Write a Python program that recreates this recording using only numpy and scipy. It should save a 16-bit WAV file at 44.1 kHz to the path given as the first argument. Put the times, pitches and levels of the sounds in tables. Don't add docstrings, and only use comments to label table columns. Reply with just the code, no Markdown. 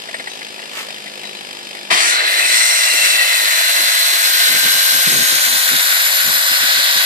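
import sys
import numpy as np
from scipy import signal
from scipy.fft import rfft, irfft
from scipy.io import wavfile
from scipy.ndimage import uniform_filter1d, map_coordinates

SR = 44100
rng = np.random.default_rng(int(sys.argv[2]) if len(sys.argv) > 2 else 0)


def put_to_file(sound):
    columns = np.atleast_2d(sound).T
    safe = np.clip(columns, -1, 1)
    whole_steps = np.round(safe * 32767)
    wavfile.write(sys.argv[1], SR, whole_steps.astype(np.int16))


N = 310905
T = np.arange(N) / SR
HZ = np.fft.rfftfreq(8192, 1 / SR)
THROTTLE_OPEN_S = 1.901


def amp(db):
    return 10 ** (np.asarray(db) / 20)


def unit_rms(x):
    return x / np.sqrt(np.mean(x ** 2) + 1e-20)


def curve(rows, column=1):
    rows = np.asarray(rows)
    return np.interp(T, rows[:, 0], rows[:, column])


def colour(points, resonances=()):
    freq_hz, level_db = np.transpose(points)
    peaks_db = sum(db / (1 + (2 * (HZ - hz) / width) ** 2) for hz, width, db in resonances)
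    return np.interp(np.log(HZ + 1), np.log(freq_hz + 1), level_db) + peaks_db


def ring(x, colour_db):
    log_gain = np.log(amp(np.maximum(colour_db, colour_db.max() - 100)))
    mirrored = np.r_[log_gain, log_gain[-2:0:-1]]
    taps = np.fft.ifft(np.exp(signal.hilbert(mirrored).conj())).real[:len(HZ)]
    return signal.oaconvolve(x, taps)[:N]


def waver(rate_hz, size=2048):
    freq_hz = np.fft.rfftfreq(size, N / SR / size)
    slow = irfft(rfft(rng.standard_normal(size)) * np.exp(-(freq_hz / rate_hz) ** 2), size)
    return unit_rms(np.interp(T, np.linspace(0, N / SR, size), slow))


def bump(peak_s, length_s):
    return np.exp(-(2 * (T - peak_s) / length_s) ** 2)


def blows(rows, rise_s, decay_s):
    return sum(amp(db) * np.exp(np.minimum((T - s) / rise_s, (s - T) / decay_s)) for s, db in rows)


# peak_s, relative_db, length_s
GUSTS = [(3.833, -34, 0.04), (4.51, -27.5, 0.038), (4.56, -25.5, 0.055), (4.662, -26, 0.084),
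         (4.756, -31.5, 0.05), (4.957, -28, 0.087), (5.082, -22.5, 0.033), (5.136, -23, 0.087),
         (5.2, -22.5, 0.085), (5.338, -28, 0.083), (5.515, -30.5, 0.12), (5.733, -24, 0.07),
         (5.925, -43, 0.038), (6.285, -27, 0.079), (6.361, -32, 0.035), (6.523, -28.5, 0.04),
         (6.635, -31, 0.056), (6.781, -32, 0.041), (6.968, -29.5, 0.032)]
# freq_hz, level_db
GUST_COLOUR = [(25, -36), (60, -19.5), (120, 1), (200, 5.5), (330, 2), (520, -2.5), (1100, -28),
               (3000, -64)]

def gusts(level_db=-4, left_leak_db=-40, flutter_db=-46, flutter_start_s=4.4):
    push = sum(amp(db) * bump(s, length) for s, db, length in GUSTS)
    lumps = amp(level_db) * push * unit_rms(ring(rng.standard_normal(N), colour(GUST_COLOUR)))
    breeze = amp(flutter_db) * np.clip(waver(19), 0, 2) * (T > flutter_start_s)
    flutter_colour = colour([(180, -45), (280, -3.5), (400, 7), (600, -9), (1200, -66)])
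    flutter = breeze * unit_rms(ring(rng.standard_normal(N), flutter_colour))
    return amp([[left_leak_db], [0]]) * (lumps + flutter)


def scuff(level_db=-26, right_lag_s=.00014):
    drag = amp(level_db) * bump(peak_s=.79, length_s=.11)
    grit = colour([(200, -32), (700, -10), (1300, -1.5), (2800, -1), (5000, -10), (9000, -12.5),
                   (14000, -17)])
    direct, left, right = rng.standard_normal((3, N))
    late = np.roll(direct, round(SR * right_lag_s))
    return drag * unit_rms(np.array([ring(direct + left, grit), ring(late + right, grit)]))


# time_s, beside_share, left_lag_ms
WALK = [(0, 0.33, 0.4), (2.6, 0.03, 0.4), (3.2, 0.1, 0.4), (3.8, 0.41, 0.37), (4.4, 0.62, 0.36),
        (5, 0.87, 0.36), (5.5, 0.89, 0.302), (6, 1, 0.26), (6.5, 1, .25), (7.05, 1, 0.27)]

def at_left_mic(x):
    lag_samples = curve(WALK, column=2) * SR / 1000
    return map_coordinates(x, [np.arange(N) - lag_samples], order=3)


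def gas(flow, colour_db, balance, scatter, alike=0):
    direct, left, right = flow * (rng.standard_normal((3, N)) + alike)
    tilt_db = colour(balance) / 2
    return unit_rms(np.array([ring(at_left_mic(direct) + scatter * left, colour_db + tilt_db),
                              ring(direct + scatter * right, colour_db - tilt_db)]))


def gas_bursts(flow, colour_db, balance, scatter):
    return gas(flow, colour_db, balance, scatter) * np.sqrt(np.mean(flow ** 2))


def repeating_turbulence(cycles, drift_hz, size=900):
    place = cycles % 1 * size
    blend = 2 * waver(drift_hz)
    shapes = np.array([map_coordinates(shape, [place], order=3, mode="grid-wrap")
                       for shape in rng.standard_normal((6, size))])
    return np.cos(blend) * shapes[:3] + np.sin(blend) * shapes[3:]


# time_s, turns_per_s
CRANK_SPEED = [(0, 54.5), (.3, 53.3), (.9, 52), (1.3, 51.6), (1.5, 49.6), (1.89, 50), (1.97, 68), (2.2, 90),
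               (2.4, 106), (2.62, 117.5), (2.9, 117), (3.7, 97.8), (4.15, 96.7), (4.47, 88.3), (5, 90.2),
               (5.3, 90.4), (5.8, 93.3), (7.05, 97)]

def crank_turns():
    return np.cumsum(curve(CRANK_SPEED)) / SR


def firings(decay_turns, uneven_db, steady):
    angle = crank_turns()
    strength = amp(uneven_db * np.clip(rng.standard_normal(N), -2, 2))[angle.astype(int)]
    age = angle % 1 / decay_turns
    return unit_rms(steady + strength * age * np.exp(1 - age))


def shaft_tones(orders, wobble_rad, flutter_db):
    phase = 2 * np.pi * crank_turns()
    tones = 0
    for multiple, db in orders:
        peak = amp(db + flutter_db * waver(21)) * np.sqrt(2)
        tones += peak * np.sin(multiple * phase + wobble_rad * waver(23))
    return np.array([at_left_mic(tones), tones])


def throttle_gate():
    return np.clip((T - THROTTLE_OPEN_S) / .01, 0, 1)


def settling(extra_db, settle_s):
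    return extra_db * np.exp(-np.maximum(T - THROTTLE_OPEN_S, 0) / settle_s)


# freq_hz, level_db
IDLE_COLOUR = [(40, -35), (80, -32), (130, -9), (200, -5.5), (700, 0.5), (1100, -5), (1700, -4.5),
               (3000, 0.5), (5200, -4), (6000, -11), (9000, -15.5), (11500, -17.5), (14400, -32)]
# pitch_hz, width_hz, boost_db
IDLE_RINGS = [(1736, 115, 6.8), (3640, 40, 6.8), (4870, 64, 7.5), (5100, 58, 4.2), (5870, 65, 1.7),
              (6580, 140, 6.1), (7500, 350, 2.9), (8640, 560, 8.7), (11400, 272, 5.4), (13861, 87, 6.7)]
# freq_hz, left_minus_right_db
IDLE_BALANCE = [(200, -2.5), (700, -1), (2300, 6.5), (4200, 2.5), (7800, -0.5), (14000, 8)]
# crank_multiple, level_db
PIPE_HUM = [(2, -74.5), (3, -66), (4, -52.5), (5, -61.5), (6, -72.5), (7, -51.5), (8, -55.5)]

def idle(rattle_db=-31.5, tick_db=-39):
    puffs = firings(decay_turns=.11, uneven_db=2.6, steady=1.1)
    alike = .51 * repeating_turbulence(crank_turns(), drift_hz=.98)
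    rattle = gas(puffs, colour(IDLE_COLOUR, IDLE_RINGS), IDLE_BALANCE, scatter=.86, alike=alike)
    strokes = firings(decay_turns=.056, uneven_db=3, steady=0)
    piston = colour([(500, -31), (1800, -19.5), (3200, -8), (6000, -30), (14000, -28)], [(2480, 200, 10)])
    tick = gas(strokes, piston, IDLE_BALANCE, scatter=.87)
    hum = shaft_tones(PIPE_HUM, wobble_rad=.32, flutter_db=2.5)
    return (amp(rattle_db) * rattle + amp(tick_db) * tick + hum) * (1 - throttle_gate())


def struck(start_s, pitch_hz, width_hz):
    t = np.arange(SR // 4) / SR
    mode = np.sin(2 * np.pi * pitch_hz * t) * np.exp(-np.pi * width_hz * t)
    return np.pad(mode, (round(start_s * SR), N))[:N]


# start_s, relative_db
KNOCKS = [(0.086, -13.5), (0.142, -6), (0.196, -8), (0.271, -8), (0.416, -15), (0.591, -15), (0.626, -23),
          (0.896, -17.5), (0.97, -22), (1.065, -16.5), (1.238, -16), (1.706, -29), (1.748, -16),
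          (1.78, -19)]
# freq_hz, level_db
KNOCK_COLOUR = [(100, -37), (350, -12), (680, 11), (1200, -3), (2000, 18), (2700, -5), (4000, 5),
                (5200, -12), (6200, -23), (8300, -4), (14000, -41)]
# pitch_hz, width_hz, relative_db
BARREL_MODES = [(656, 140, -3), (2030, 120, -1), (2640, 300, -7)]
# start_s, pitch_hz, width_hz, level_db
PINGS = [(.145, 8550, 8, -31), (.275, 8600, 8, -35), (.293, 6220, 7, -33), (.305, 3920, 7, -28),
         (.628, 2750, 160, -17), (.971, 2750, 160, -20), (1.25, 3910, 6.4, -25), (1.294, 2950, 110, -19),
         (1.35, 4020, 7, -31), (1.37, 2950, 110, -19), (1.389, 2960, 110, -19), (1.449, 2950, 110, -22),
         (1.708, 2900, 160, -19)]

def knocks(puff_db=-11, slap_db=-13):
    flow = amp(puff_db) * blows([(s + .0015, db) for s, db in KNOCKS], rise_s=.0017, decay_s=.0085)
    puff = gas_bursts(flow, colour(KNOCK_COLOUR, [(5000, 80, 7.3)]), IDLE_BALANCE, scatter=.17)
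    slaps = sum(amp(slap_db + db + mode_db) * struck(s + .00196, hz * rng.uniform(1, 1.04), width)
                for s, db in KNOCKS for hz, width, mode_db in BARREL_MODES)
    metal = slaps + sum(amp(db) * struck(s, hz, width) for s, hz, width, db in PINGS)
    low_cut = signal.butter(2, 300, "highpass", fs=SR, output="sos")
    return signal.sosfilt(low_cut, puff + np.array([at_left_mic(metal), .2 * metal]))


# freq_hz, level_db
BOOM_COLOUR = [(130, -50), (220, -43), (290, -1), (400, 0.5), (520, -4.5), (900, -50)]
# peak_s, level_db, left_minus_right_db
LOW_FLICKERS = [(2.94, -37.5, 3), (3.06, -43, -13), (3.14, -40.5, 3), (3.35, -53, -14), (3.44, -46, -19),
                (3.8, -40, -2), (4.14, -49.5, -18), (4.28, -43.5, -10), (4.36, -46.5, -15)]

def low_end(thump_db=-31, held_db=-43, end_s=2.58, fade_db_per_s=302):
    centre = [(100, 0), (1000, 0)]
    fade_db = fade_db_per_s * np.maximum(T - end_s, 0)
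    held = amp(held_db + settling(extra_db=16, settle_s=.084) - fade_db)
    flicker = sum(amp(db + np.array([[pan_db], [-pan_db]]) / 2) * bump(s, length_s=.043)
                  for s, db, pan_db in LOW_FLICKERS)
    lows = gas(1, colour(BOOM_COLOUR), centre, scatter=.99) * (held + flicker) * throttle_gate()
    push = blows([(1.925, thump_db)], rise_s=.0077, decay_s=.023)
    thump_colour = colour([(25, -11), (80, -13), (200, 7), (350, 5), (700, -20), (2000, -57)])
    return lows + gas_bursts(push, thump_colour, centre, scatter=.55)


# peak_s, half_length_s, pitch_hz, glide_hz_per_s, width_hz, relative_db
SINGING_MODES = [(2.029, .09, 4490, 0, 110, -21.5), (2.09, .07, 1913, 0, 70, -22),
                 (2.17, 0.11, 1410, -2, 110, -29), (2.446, 0.064, 2590, -6, 90, -20),
                 (2.566, 0.23, 2035, 203, 120, -24), (2.568, .12, 4180, 0, 110, -20.5),
                 (2.594, .4, 8430, 499, 170, -21.5), (2.701, 0.49, 5590, 10, 70, -27),
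                 (3.119, .45, 2690, -330, 70, -19.5), (3.225, .06, 1918, 0, 50, -17.5),
                 (3.349, .5, 1945, -150, 110, -29), (3.951, .7, 4100, 2, 111, -22.5),
                 (4.36, .15, 13500, -1, 400, -24), (4.748, .7, 2907, 3, 70, -26.5),
                 (4.802, .86, 11730, -11, 130, -24), (4.854, 0.98, 1579, 19, 25, -22),
                 (5.3, 0.5, 6540, -4, 45, -26), (5.786, .36, 3630, 3, 300, -23),
                 (6.153, .7, 11830, -3, 110, -26), (6.901, .5, 3796, 4, 500, -23.5),
                 (7.006, .2, 12100, 0, 70, -27)]
# freq_hz, left_minus_right_db
BEHIND_BALANCE = [(600, -0.5), (2100, 6), (3200, 4.5), (4200, -5.5), (5500, -7), (7800, 2.5), (10000, 5.5),
                  (11000, -12), (13000, 10)]
BESIDE_BALANCE = [(600, -1.5), (1000, 1.9), (2600, -3), (3800, 1.5), (5000, 6), (7000, 5), (9500, 4),
                  (11500, 4.5), (14000, 6)]

def singing_metal(level_db=-1, beside_from_s=4):
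    out = np.zeros((2, N))
    lag_s = curve(WALK, column=2) / 1000
    for peak_s, half_length_s, hz, glide, width, db in SINGING_MODES:
        span = abs(T - peak_s) < half_length_s
        t = T[span] - peak_s
        pole = np.exp(-np.pi * width * np.sqrt(2) / SR)
        noise = rng.standard_normal((3, len(t))) + 1j * rng.standard_normal((3, len(t)))
        direct, left, right = signal.lfilter([1], np.poly([pole, pole]), noise)
        late = direct * np.exp(-2j * np.pi * hz * lag_s[span])
        carrier = np.exp(2j * np.pi * (hz + glide * t / 2) * t)
        tone = unit_rms((np.array([late + left, direct + right]) * carrier).real)
        balance = BEHIND_BALANCE if peak_s < beside_from_s else BESIDE_BALANCE
        tilt_db = np.interp(hz, HZ, colour(balance)) / 2
        swell = np.cos(np.pi * t / half_length_s / 2) ** 2
        out[:, span] += amp(db + level_db + np.array([[tilt_db], [-tilt_db]])) * tone * swell
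    return out


# peak_s, relative_db
CRACKS = [(1.9131, -5), (1.9444, -1), (2.0747, -2), (2.2044, -1), (2.3336, -1), (2.3914, -1), (2.4164, -10),
          (2.5242, -2), (2.5594, 0), (2.5914, -15), (2.7094, -15), (2.8928, -6), (3.4815, 1), (3.5798, 2.5)]
# freq_hz, level_db
SNAP_COLOUR = [(88, -58), (150, -25), (293, -7), (355, -50), (551, -21), (667, -1.5), (855, -10), (959, -7),
               (1490, -2), (1910, 8.5), (3450, -3), (4430, -4.5), (6880, -15), (8170, -12), (14500, 1)]

def cracks(level_db=-13):
    flow = amp(level_db) * blows(CRACKS, rise_s=.00087, decay_s=.0094)
    low_cut_db = -10 * np.log10(1 + (500 / (HZ + 1)) ** 10)
    crack_colour = colour(SNAP_COLOUR, [(1820, 470, 24)]) + low_cut_db
    return gas_bursts(flow, crack_colour, BEHIND_BALANCE, scatter=.75)


# held_db, opening_extra_db, settle_s, beside_change_db, treble_share, late_swell_db, unsteady_db
REGISTERS = [(-35, 16.5, 0.072, -1, -0.074, 1, 1.05), (-20.5, 5, 0.14, -4, -0.0049, 1.5, 1.18),
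             (-23, 6, 0.11, 2, 0.11, 2.5, 0.83), (-24, -0.5, .1, 0, 1, -.5, 0.44),
             (-23.5, -11.5, 1, 2.5, 0.07, -2.5, 0.76)]
REGISTER_EDGES = [1300, 3000, 5500, 9500]
# time_s, relative_db
TREBLE_SWING = [(1.92, -24.5), (2.1, -18), (2.19, -31.5), (2.49, -22.5), (2.59, -17), (2.76, -20.5),
                (2.99, -21.5), (3.08, -19), (3.19, -24), (5.41, -21.5), (5.61, -23), (7.05, -25.5)]

def exhaust_registers(exhaust):
    treble_db = curve(TREBLE_SWING)
    swing_db = treble_db - treble_db[T > THROTTLE_OPEN_S].mean()
    late_swell = bump(peak_s=6.86, length_s=.64)
    freq_hz, spectrum = np.fft.rfftfreq(N, 1 / SR), rfft(exhaust)
    lowpasses = [1 / (1 + (freq_hz / edge) ** 20) for edge in REGISTER_EDGES]
    bandpasses = np.diff(lowpasses, axis=0, prepend=0, append=1)
    out = 0
    for register, bandpass in zip(REGISTERS, bandpasses):
        held_db, extra_db, settle_s, beside_db, treble_share, swell_db, unsteady_db = register
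        band = irfft(spectrum * bandpass, N)
        running_rms = np.sqrt(uniform_filter1d(band.mean(0) ** 2, size=9000))
        level_db = held_db + settling(extra_db, settle_s) + beside_db * curve(WALK)
        level_db += treble_share * swing_db + swell_db * late_swell + unsteady_db * waver(28)
        out += band / running_rms * amp(level_db)
    return out


# freq_hz, level_db
BEHIND_COLOUR = [(300, -46), (450, 0.5), (600, -2), (1000, -2), (1400, 6.5), (2200, 1), (3300, 10.5),
                 (4600, 5), (6200, -13), (9000, -15), (10500, -25), (14400, -18.5)]
BESIDE_COLOUR = [(400, -26), (550, -3.5), (1000, -15), (1400, -14.5), (2200, -1), (3300, -6), (4600, 4),
                 (5800, -19.5), (9000, -6), (10500, -17.5), (14400, -15)]
# pitch_hz, width_hz, boost_db
BEHIND_RINGS = [(667, 110, 8.2), (1630, 58, 3.4), (2030, 370, 14.7), (2560, 390, 4.7), (3507, 31, 14.2),
                (4067, 530, 15.4), (4680, 120, 10.2), (5100, 58, 3), (5570, 59, 16), (6300, 32, 3.6),
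                (7000, 35, 11), (7600, 140, 2.6), (8250, 210, 20.4), (9400, 110, 19), (10270, 160, 12),
                (10430, 286, 12), (11280, 590, 19.3), (14000, 600, 14)]
BESIDE_RINGS = [(685, 85, 8.6), (1050, 520, 19.1), (1514, 270, 15.1), (1922, 300, 7.6), (3010, 60, 4.9),
                (3430, 880, 10.6), (4026, 370, 7), (5110, 54, 11), (5463, 520, 12.7), (6035, 204, 14.6),
                (6544, 800, 13.1), (7166, 79, 15.5), (7500, 78, 9.6), (7780, 230, 8.4), (8120, 110, 6.5),
                (8740, 76, 10.2), (9550, 520, 8.1), (10310, 86, 13.5), (10690, 330, 11.6),
                (11542, 870, 10.6), (11700, 60, 9), (12000, 155, 6.5), (12830, 790, 6), (13510, 930, 10.7)]
# crank_multiple, level_db
GEAR_WHINE = [(5.875, -46), (10, -52.5), (11.75, -43), (12, -41), (17.625, -27), (23.5, -38.5)]

def open_throttle():
    flow = firings(decay_turns=.22, uneven_db=1.5, steady=4.3)
    alike = .65 * repeating_turbulence(crank_turns() / 2, drift_hz=.8)
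    low_cut_db = -10 * np.log10(1 + (460 / (HZ + 1)) ** 24)
    behind_colour = colour(BEHIND_COLOUR, BEHIND_RINGS) + low_cut_db
    beside_colour = colour(BESIDE_COLOUR, BESIDE_RINGS) + low_cut_db
    behind = gas(flow, behind_colour, BEHIND_BALANCE, scatter=.86, alike=alike)
    beside = gas(flow, beside_colour, BESIDE_BALANCE, scatter=1, alike=alike)
    snap = gas(flow, colour(SNAP_COLOUR) + low_cut_db, IDLE_BALANCE, scatter=1)
    beside_share = np.clip(curve(WALK), 0, 1)
    snap_share = np.clip((2.2 - T) / .13, 0, 1)
    held = np.sqrt(1 - beside_share) * behind + np.sqrt(beside_share) * beside
    exhaust = exhaust_registers(np.sqrt(1 - snap_share) * held + np.sqrt(snap_share) * snap)
    whine = shaft_tones(GEAR_WHINE, wobble_rad=.7, flutter_db=1.5)
    return (exhaust + singing_metal() + whine) * throttle_gate()


def scene():
    return idle() + knocks() + scuff() + open_throttle() + low_end() + cracks() + gusts()


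def record(dry):
    lowpass = signal.firwin(511, cutoff=14620, window=("kaiser", 9), fs=SR)
    return signal.oaconvolve(dry, lowpass[None], "same")


dry = scene()
out = record(dry)
put_to_file(out)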